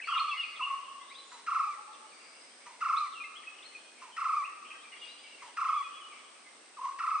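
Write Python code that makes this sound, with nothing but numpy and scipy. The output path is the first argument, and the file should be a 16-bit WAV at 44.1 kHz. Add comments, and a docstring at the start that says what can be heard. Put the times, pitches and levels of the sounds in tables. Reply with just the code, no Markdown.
"""A wood. A near barbet repeats a rolling trill, mostly led in by a soft low note; a second answers twice.
Each voice is a swept syrinx tone, its harmonics weighted by the throat, with a breathy rasp.
Small birds chirp and whistle, a far bird hoots, a branch ticks once. Trunks echo and the wood rings on
over a steady hush and high hiss. A noise suppressor pulls the low hush down under every loud call."""
import sys
import numpy as np
from scipy import signal
from scipy.fft import rfft, irfft
from scipy.io import wavfile
from scipy.ndimage import uniform_filter1d

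SR = 44100
rng = np.random.default_rng(int(sys.argv[2]) if len(sys.argv) > 2 else 0)


def put_to_file(sound):
    """Save the sound as 16-bit audio at rate SR, in the file named by the first command-line argument."""
    columns = np.atleast_2d(sound).T  # one column per channel
    safe = np.clip(columns, -1, 1)
    whole_steps = np.round(safe * 32767)
    wavfile.write(sys.argv[1], SR, whole_steps.astype(np.int16))


N = 317520

# Distant leaves and air. Each row: frequency in Hz, relative density in dB.
HUSH_SPECTRUM = [(30, -36), (90, -19.5), (150, -16), (240, -1), (500, 1.5), (850, 0), (1600, -0.5),
                 (2600, -3.5), (4500, -4), (6000, -5), (7200, -10.5), (8100, -1), (8800, 2.5), (9500, -19)]
# Stereo likeness of noise. Each row: frequency in Hz, left-right correlation.
NOISE_CORRELATION = [(60, .8), (200, 0.38), (400, 0.49), (1000, 0.55), (2500, 0.14), (5000, 0.05),
                     (9000, 0.049)]
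# Ring of the wood. Each row: frequency in Hz, T60 in seconds.
WOOD_T60 = [(500, 0.47), (1150, 1.86), (2600, 0.98), (4500, 1.6), (9000, 1.8)]
# Trunk and ground echoes. Each row: delay in seconds, gain in dB, left minus right in dB.
ECHOES = [(.0048, -31, 3.5), (0.0125, -9.5, -6.5), (0.028, -20, 7), (0.04, -20, -6), (0.068, -16, 8.5)]

# Far chatter, loudest at first. Each row: time in seconds, level in dB.
CHATTER_ENVELOPE = [(0, -36), (.6, -49), (1, -59), (5.5, -51), (6.5, -59)]
# Short bird notes. Each row: start in seconds, length in seconds, middle pitch in Hz, relative level in dB.
HOOTS = [(1.660, 0.047, 850, -55.5), (1.770, 0.063, 850, -56.5), (1.870, 0.067, 859, -54.5),
         (1.985, 0.092, 871, -59.5)]  # low, far
BURRS = [(0, .11, 2667, -51.5), (.168, 0.019, 3580, -40.5), (.25, 0.33, 4710, -63),
         (.405, 0.032, 3490, -52.5), (.553, 0.027, 3410, -51), (1.92, 0.047, 3470, -63),
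         (2.17, 0.13, 2596, -65.5), (3.115, 0.043, 3450, -55.5), (3.43, 0.016, 2040, -54.5),
         (3.53, 0.049, 2680, -59.5), (3.583, 0.014, 2860, -50.5), (4.645, 0.024, 2650, -51.5),
         (4.702, 0.021, 2460, -48), (4.99, 0.11, 3400, -57), (5.24, 0.15, 2250, -67.5),
         (5.915, 0.051, 2950, -57), (6.09, 0.11, 2370, -58.5)]  # blurred, deep among the trees
PIPS = [(.012, 0.021, 2550, -42), (.06, 0.094, 3250, -53.5), (.18, 0.014, 2436, -35),
        (.194, 0.015, 4255, -37.5), (.288, 0.027, 3360, -46.5), (.368, 0.044, 2860, -43.5),
        (.431, 0.022, 2503, -34.5), (.606, 0.034, 2675, -39), (.65, 0.094, 2000, -63),
        (.99, 0.062, 2043, -66), (1.175, 0.041, 3980, -53), (1.28, 0.067, 3970, -60.5),
        (3.197, 0.035, 2452, -41.5), (3.238, 0.027, 2613, -43.5), (3.235, 0.023, 2127, -46.5),
        (3.466, 0.029, 2543, -43), (3.745, 0.024, 2478, -44.5), (4.11, 0.061, 3040, -60.5),
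        (4.65, .11, 3150, -59.5), (4.702, .025, 2600, -48.5), (4.72, 0.033, 1586, -62),
        (4.835, 0.029, 2380, -53.5), (5.005, 0.059, 2836, -47.5), (5.23, 0.047, 2286, -56),
        (5.728, 0.081, 3378, -55.5), (5.815, 0.062, 3370, -61), (5.935, 0.068, 3330, -58),
        (5.836, 0.035, 2475, -48)]  # nearly level
DOWNSLURS = [(.033, 0.02, 2290, -46), (.133, 0.038, 2824, -35), (.308, 0.032, 2670, -37.5),
             (.388, 0.038, 2795, -34.5), (.622, 0.045, 2830, -36), (3.147, 0.039, 2740, -47.5),
             (4.915, .034, 2846, -51.5), (5.32, 0.023, 2810, -55.5), (5.998, 0.07, 2990, -53.5)]  # gently falling
CHIPS = [(0, 0.0074, 1930, -41), (2.11, 0.035, 2380, -61), (2.285, 0.061, 2295, -66),
         (3.625, 0.01, 3390, -49.5), (3.625, 0.026, 2264, -62.5), (4.917, 0.016, 2040, -53),
         (6.085, 0.058, 2340, -65)]  # sharply falling
# First and last pitch as multiples of the middle pitch.
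HOOT_BEND, BURR_BEND = (.93, .98), (1.05, .93)
PIP_BEND, DOWNSLUR_BEND, CHIP_BEND = (1.03, 1.01), (1.035, .94), (1.09, .9)
# Rising notes. Each row: start and length in seconds, first, middle and last pitch in Hz,
# relative level in dB.
UPSLURS = [(0.041, 0.048, 4070, 4500, 4770, -54.5), (0.977, 0.071, 2990, 3350, 4020, -61.5),
           (1.076, 0.04, 3150, 3755, 4150, -56), (1.089, 0.052, 1765, 2280, 2873, -57),
           (1.114, 0.041, 4206, 4730, 5130, -65), (1.138, 0.039, 3135, 3700, 3970, -51.5),
           (2.958, 0.037, 3235, 3875, 4444, -44.5), (3.348, 0.035, 2690, 3200, 3400, -49),
           (3.633, .05, 3910, 4240, 4350, -54), (4.436, 0.028, 2280, 2593, 2950, -44),
           (5.024, 0.044, 2154, 2460, 2730, -58), (5.028, 0.038, 4040, 4560, 5350, -60.5),
           (5.061, 0.075, 3300, 3955, 3990, -55.5), (5.174, 0.034, 3100, 3446, 3787, -58)]
THIN_WHISTLES = [(1.22, .14, 6610, 7110, 7230, -69), (1.977, 0.62, 4196, 4900, 5060, -68.5),
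                 (4.804, .6, 4250, 4800, 4820, -70.5)]

# Barbet syrinx. Each row: harmonic number, relative level in dB.
HARMONICS = [(1, 0), (2, -7), (3, -22), (4, -22)]
# Swollen throat, favouring the fundamental. Each row: frequency in Hz, gain in dB.
THROAT_RESPONSE = [(700, 2), (950, -8), (1100, -0.5), (1280, -0.5), (1420, -4), (1700, -26), (1950, -9.5),
                   (2250, -13.5), (2750, -9.5), (3100, -19.5), (4000, -12), (4650, -14.5), (5300, -5.5),
                   (7500, -30)]
# Breath and hoarse bursts. Each row: frequency in Hz, relative density in dB.
RASP_SPECTRUM = [(150, -66), (650, -42.5), (1050, 8.5), (1800, -6.5), (2700, -1), (3400, -8), (4100, -8),
                 (4700, -8.5), (5300, -6.5), (6500, -4), (8000, -14.5)]
CRACK_SPECTRUM = [(300, -46.5), (800, -18.5), (1200, 1), (1600, -3.5), (1950, 2), (2300, -3), (2700, -3.5),
                  (3400, -18), (5300, -14), (8000, -25.5)]
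# Second barbet, one list per call. Each row: time in seconds, pitch in Hz, relative level in dB.
ANSWERS = [
    [(.593, 1306, -36), (.604, 1241, -38), (.612, 1015, -29.5), (.622, 982, -31.5), (.638, 1140, -37),
     (.657, 1061, -54), (.674, 1148, -30.5), (.692, 1077, -51), (.712, 1122, -30.5), (.725, 1051, -35),
     (.742, 1113, -31.5), (.77, 1083, -45)],
    [(6.768, 1250, -43.5), (6.78, 1125, -48.5), (6.795, 942, -33), (6.808, 1126, -54), (6.818, 1050, -33),
     (6.83, 998, -37), (6.845, 1154, -35.5), (6.86, 990, -27), (6.872, 1029, -36), (6.885, 1161, -37),
     (6.905, 997, -39.5), (6.922, 1120, -41.5), (6.945, 1060, -59)],
]
# Soft lead-in note. Each row: offset in seconds, pitch in Hz, relative level in dB.
LEAD_IN = [(-.008, 1199, -16.5), (.004, 1027, 1.5), (.02, 987.4, -4), (.04, 955, -7.5), (0.059, 900, -8),
           (.085, 982, -10), (.1, 900, -15.5)]
# Caller's trills. 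Each row: start in seconds, pitch shift in Hz, time stretch, six roll levels in dB.
# The stretch scales the offsets in the next four tables.
TRILLS = [(.073, -4, 1.05, -33, -30, -28, -28.5, -34.5, -32),
          (1.469, 5, 1.04, -30.5, -29.5, -26.5, -27.5, -32, -34),
          (2.811, 8, 0.99, -30, -29, -27, -26.5, -29, -30),
          (4.169, -5, 1, -34, -31.5, -28.5, -29, -29.5, -27.5),
          (5.571, -14.5, .97, -31.5, -28.5, -30, -27.5, -28.5, -30),
          (6.992, -3.5, 0.98, -32.5, -31, -28.5, -29, -28.5, -35.5)]
# Hoarse bursts in a trill. Each row: offset in seconds, level in dB.
CRACKS = [(-.143, -56), (.001, -43), (.035, -46.5), (0.077, -45), (.116, -48), (.154, -54)]
# Rolls, narrowing along a trill. Each row: offset of the top in seconds, first, top and last pitch in Hz.
ROLLS = [(.009, 960, 1400, 1100), (.044, 1130, 1400, 1060), (.084, 980, 1375, 1070),
         (.122, 980, 1355, 1080), (.161, 1090, 1320, 1110), (.198, 1130, 1265, 1170)]
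# One roll. Each row: offset from the top in seconds, share of the pitch swing, relative level in dB.
ROLL_ARCH = [(-.011, 0, -14), (-.005, .7, -8), (0, 1, -1.5), (.005, .82, 3), (.012, .25, -.5),
             (.017, .04, -2.5), (.023, 0, -9)]
# Drooping end of a trill. Each row: offset in seconds, pitch in Hz, level in dB against the last roll.
TRILL_ENDING = [(.228, 1173, -5), (0.247, 1141, -3.5), (0.26, 1020, -18), (.272, 932, -33)]

# Suppressor threshold. Each row: frequency in Hz, level in dB against the whole sound.
GATE_THRESHOLD = [(40, -50), (150, -47), (400, -43.5), (720, -44.5), (840, -67.5), (1100, -110)]

BARBET_PAN_DB, SONGBIRD_PAN_DB = .26, 2.5  # left minus right


def from_db(db):
    return 10 ** (np.asarray(db) / 20)


def at_hz(points, hz):
    """Interpolate along log frequency."""
    known_hz, values = np.transpose(points)
    return np.interp(np.log(np.maximum(hz, 1)), np.log(known_hz), values)


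def panned(mono, pan_db):
    return mono * from_db([[pan_db / 2], [-pan_db / 2]])


def add(out, start_s, sound):
    at = max(0, round(start_s * SR))
    out[:, at:at + sound.shape[1]] += sound[:, :max(0, N - at)]


def flutter(size, rate_hz):
    """Smooth random wander, spread about 1."""
    return np.interp(np.arange(size) * rate_hz / SR, np.arange(1024), rng.standard_normal(1024))


def stereo_noise(size, spectrum, correlation=NOISE_CORRELATION):
    """Coloured, partly correlated noise, rms 1."""
    hz = np.fft.rfftfreq(size, 1 / SR)
    mid, side = rfft(rng.standard_normal((2, size)))
    alike = np.clip(at_hz(correlation, hz), -1, 1)
    both = np.sqrt(1 + alike) * mid + np.sqrt(1 - alike) * side * [[1], [-1]]
    noise = irfft(both * from_db(at_hz(spectrum, hz)), size)
    return noise / np.sqrt(np.mean(noise ** 2) + 1e-20)


def hush(level_db=-56, waver_db=.5):
    """Distant leaves and air, with a high hiss."""
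    return stereo_noise(N, HUSH_SPECTRUM) * from_db(level_db + waver_db * flutter(N, rate_hz=11))


def wood_reverb(x, near_db, near_t60_s, far_db, correlation):
    """Scatter from near branches dies fast; the wood beyond rings on."""
    t = np.arange(2 * SR) / SR
    edges_hz = np.geomspace(500, 10000, 7)
    noises = [stereo_noise(len(t), [(100, 0)], [(100, correlation)]) for _ in range(2)]  # white
    near = from_db(-60 * t / near_t60_s) * (1 - np.exp(-t / .0037))
    near *= from_db(near_db) / np.linalg.norm(near)
    response = 0
    for k, (low_hz, high_hz) in enumerate(zip(edges_hz, edges_hz[1:])):
        bandpass = signal.butter(2, [low_hz, high_hz], "band", fs=SR, output="sos")
        far_t60_s = at_hz(WOOD_T60, np.sqrt(low_hz * high_hz))
        far = from_db(-60 * t / far_t60_s) * (1 - np.exp(-t / .034))
        far *= from_db(far_db) / np.linalg.norm(far)
        response += signal.sosfilt(bandpass, noises[k % 2]) * (near + far)
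    return signal.fftconvolve(x, response, axes=1)[:, :N]


def trunk_echoes(x):
    """Direct sound plus reflections from trunks and ground."""
    out = x.copy()
    for delay_s, gain_db, pan_db in ECHOES:
        add(out, delay_s, panned(x, pan_db) * from_db(gain_db))
    return out


def branch_tick(start_s=5.478, level_db=-49, decay_s=.002):
    """One tiny, dry snap in the branches."""
    out = np.zeros((2, N))
    t = np.arange(SR // 20) / SR
    snap = stereo_noise(len(t), spectrum=[(2000, -20), (5000, 0), (10000, -3)])
    add(out, start_s, snap * from_db(level_db) * np.exp(-t / decay_s))
    return out


def whistles(notes, jitter, shimmer_db, buzz=0, full_buzz_hz_per_s=45000):
    """Near-pure tones bent through three pitches; buzz adds jitter to steep sweeps."""
    out = np.zeros((2, N))
    for start_s, length_s, first_hz, middle_hz, last_hz, level_db, pan_db in notes:
        size = max(64, round(length_s * SR))
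        parabola = np.polyfit([0, .5, 1], [first_hz, middle_hz, last_hz], 2)
        steepness = min(1, abs(last_hz - first_hz) / length_s / full_buzz_hz_per_s) ** 4
        hz = np.polyval(parabola, np.linspace(0, 1, size))
        hz *= 1 + (jitter + buzz * steepness) * flutter(size, 900)
        envelope = signal.windows.tukey(size, .6) * from_db(level_db + shimmer_db * flutter(size, 150))
        tone = np.sqrt(2) * np.sin(2 * np.pi * np.cumsum(hz) / SR)
        add(out, start_s, panned(envelope * tone, pan_db))
    return out


def bent(notes, bend):
    """Expand each note's pitch to first, middle and last; append the pan."""
    return [(start_s, length_s, hz * bend[0], hz, hz * bend[1], db, SONGBIRD_PAN_DB)
            for start_s, length_s, hz, db in notes]


def with_pan(notes):
    return [(*note, SONGBIRD_PAN_DB) for note in notes]


def far_chatter(count, low_hz, high_hz):
    """Random chirps of birds deep in the wood."""
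    notes = []
    for k, (when, span, height, sweep, faintness) in enumerate(rng.random((count, 5))):
        start_s, length_s = (k + when) / count * N / SR, .03 + .05 * span
        hz = low_hz * (high_hz / low_hz) ** height
        db = np.interp(start_s, *np.transpose(CHATTER_ENVELOPE)) - 6 * faintness
        notes.append((start_s, length_s, hz, hz * (.9 + .2 * sweep), hz * (.8 + .4 * sweep), db, 0))
    return whistles(notes, jitter=.07, shimmer_db=2)


def leaf_shaded(notes, knee_db, slope):
    """Faint birds sit behind more leaves: less direct sound."""
    return [(*note, db - slope * max(0, knee_db - db), pan_db) for *note, db, pan_db in notes]


def wood_carried(notes, pivot_db, slope):
    """Faint birds are far: more of their sound arrives via the wood."""
    return [(*note, db + slope * (pivot_db - db), pan_db / 2) for *note, db, pan_db in notes]


def songbirds():
    """Chirps, thin whistles, hoots, burrs and chatter, each with its share of reverb."""
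    notes = bent(PIPS, PIP_BEND) + bent(DOWNSLURS, DOWNSLUR_BEND) + bent(CHIPS, CHIP_BEND)
    notes += with_pan(UPSLURS)
    thin = whistles(with_pan(THIN_WHISTLES), jitter=.022, shimmer_db=3)
    hoots = whistles(bent(HOOTS, HOOT_BEND), jitter=.004, shimmer_db=.5)
    chirps = whistles(leaf_shaded(notes, knee_db=-44, slope=.22), jitter=.007, shimmer_db=2.6, buzz=.035)
    burrs = whistles(bent(BURRS, BURR_BEND), jitter=.08, shimmer_db=3)
    direct = from_db(.5) * chirps + hoots + from_db(-.5) * burrs + from_db(-7) * thin
    send = whistles(wood_carried(notes, pivot_db=-35.5, slope=.25), jitter=.012, shimmer_db=2, buzz=.055)
    send += from_db(1.5) * hoots + from_db(3.5) * burrs + from_db(8) * thin
    send += far_chatter(count=110, low_hz=2046, high_hz=3217)
    return direct + wood_reverb(send, near_db=-6, near_t60_s=.15, far_db=-7.5, correlation=.53)


def barbet_voice(contours, overtone_db, throb, jitter, rasp_db, rough_rad):
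    """The syrinx follows each (s, Hz, dB) contour; the throat weights the sweeping harmonics."""
    out = np.zeros((2, N))
    for contour in contours:
        times_s, pitch_hz, level_db = np.transpose(contour)
        t = np.arange(times_s[0], times_s[-1], 1 / SR)
        hz = uniform_filter1d(np.interp(t, times_s, pitch_hz), size=180)
        hz *= 1 + jitter * flutter(len(t), 900)
        phase = 2 * np.pi * np.cumsum(hz) / SR
        partials = []
        for k, db in HARMONICS:
            smear_rad = rough_rad * (k - 1) * flutter(len(t), 700)  # uneven cycles
            partials.append(from_db(db + at_hz(THROAT_RESPONSE, k * hz)) * np.sin(k * phase + smear_rad))
        rasp = stereo_noise(len(t), RASP_SPECTRUM)[0] * from_db(rasp_db)
        swell = from_db(np.interp(t, times_s, level_db))
        shallow_swell = swell.mean() * (swell / swell.mean()) ** throb
        voice = swell * partials[0] + shallow_swell * (from_db(overtone_db) * sum(partials[1:]) + rasp)
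        fade = np.clip(np.minimum(t - t[0], t[-1] - t) / .005, 0, 1)
        add(out, times_s[0], panned(np.sqrt(2) * voice * fade, BARBET_PAN_DB))
    return out


def voice_cracks(length_s=.018):
    """The caller's voice breaks hoarsely before a note catches."""
    out, size = np.zeros((2, N)), round(length_s * SR)
    for start_s, _, stretch, *_ in TRILLS:
        for offset_s, level_db in CRACKS:
            burst = stereo_noise(SR // 10, CRACK_SPECTRUM)[0, :size] * np.hanning(size) * from_db(level_db)
            if start_s + offset_s > 0:
                add(out, start_s + stretch * offset_s - length_s / 2, panned(burst, BARBET_PAN_DB))
    return out


def lead_ins(ahead_s=.148, gain_db=-45):
    """A soft, rough note before each trill but the first."""
    contours = [[(start_s - ahead_s + s, hz, gain_db + db) for s, hz, db in LEAD_IN]
                for start_s, *_ in TRILLS if start_s > ahead_s]
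    return barbet_voice(contours, overtone_db=3, throb=.8, jitter=.08, rasp_db=-10.5, rough_rad=.6)


def trill_contour(start_s, shift_hz, stretch, *levels_db):
    """Six arching rolls, then the drooping end."""
    rows = []
    for (top_s, first_hz, top_hz, last_hz), level_db in zip(ROLLS, levels_db):
        for s, share, db in ROLL_ARCH:
            foot_hz = first_hz if s < 0 else last_hz
            rows.append((top_s + s, foot_hz + share * (top_hz - foot_hz), level_db + db))
    rows += [(s, hz, levels_db[-1] + db) for s, hz, db in TRILL_ENDING]
    return [(start_s + stretch * s, hz + shift_hz, db) for s, hz, db in sorted(rows)]


def barbets(left_lag_samples=2):
    """The caller is near and fairly dry; the answer is lower, purer and deeper among the trees."""
    contours = [trill_contour(*row) for row in TRILLS]
    trills = barbet_voice(contours, overtone_db=0, throb=.15, jitter=.007, rasp_db=-28, rough_rad=.33)
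    caller = trills + voice_cracks() + lead_ins()
    answer = barbet_voice(ANSWERS, overtone_db=-11, throb=.36, jitter=.021, rasp_db=-28.5, rough_rad=.7)
    caller_ring = wood_reverb(caller, near_db=-11.5, near_t60_s=.22, far_db=-12, correlation=.35)
    answer_ring = wood_reverb(answer, near_db=-10, near_t60_s=.3, far_db=-7, correlation=.75)
    left, right = trunk_echoes(caller) + caller_ring + answer + answer_ring
    return np.array([np.pad(left, (left_lag_samples, 0))[:N], right])


def scene():
    return barbets() + songbirds() + branch_tick() + hush()


def suppress_lows(x, depth_db, follow_s):
    """Each narrow low band closes when weak against the whole sound."""
    frame, hop = 2048, 512
    hz, _, bands = signal.stft(x, SR, nperseg=frame, noverlap=frame - hop)
    power = np.mean(np.abs(bands) ** 2, axis=0) + 1e-20
    pole = np.exp(-hop / SR / follow_s)
    total_power = signal.lfilter([1 - pole], [1, -pole], power.sum(axis=0))
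    threshold = from_db(at_hz(GATE_THRESHOLD, hz))[:, None] ** 2 * total_power
    gain = np.maximum(power / (power + threshold), from_db(-depth_db))
    return signal.istft(bands * gain, SR, nperseg=frame, noverlap=frame - hop)[1][:, :N]


def record(dry):
    """Noise suppression, then a steep top cut."""
    quieted = suppress_lows(dry, depth_db=20.5, follow_s=.025)
    cutoff_hz = 10050
    return signal.sosfilt(signal.ellip(10, .1, 80, cutoff_hz, fs=SR, output="sos"), quieted)


dry = scene()
out = record(dry)
put_to_file(out)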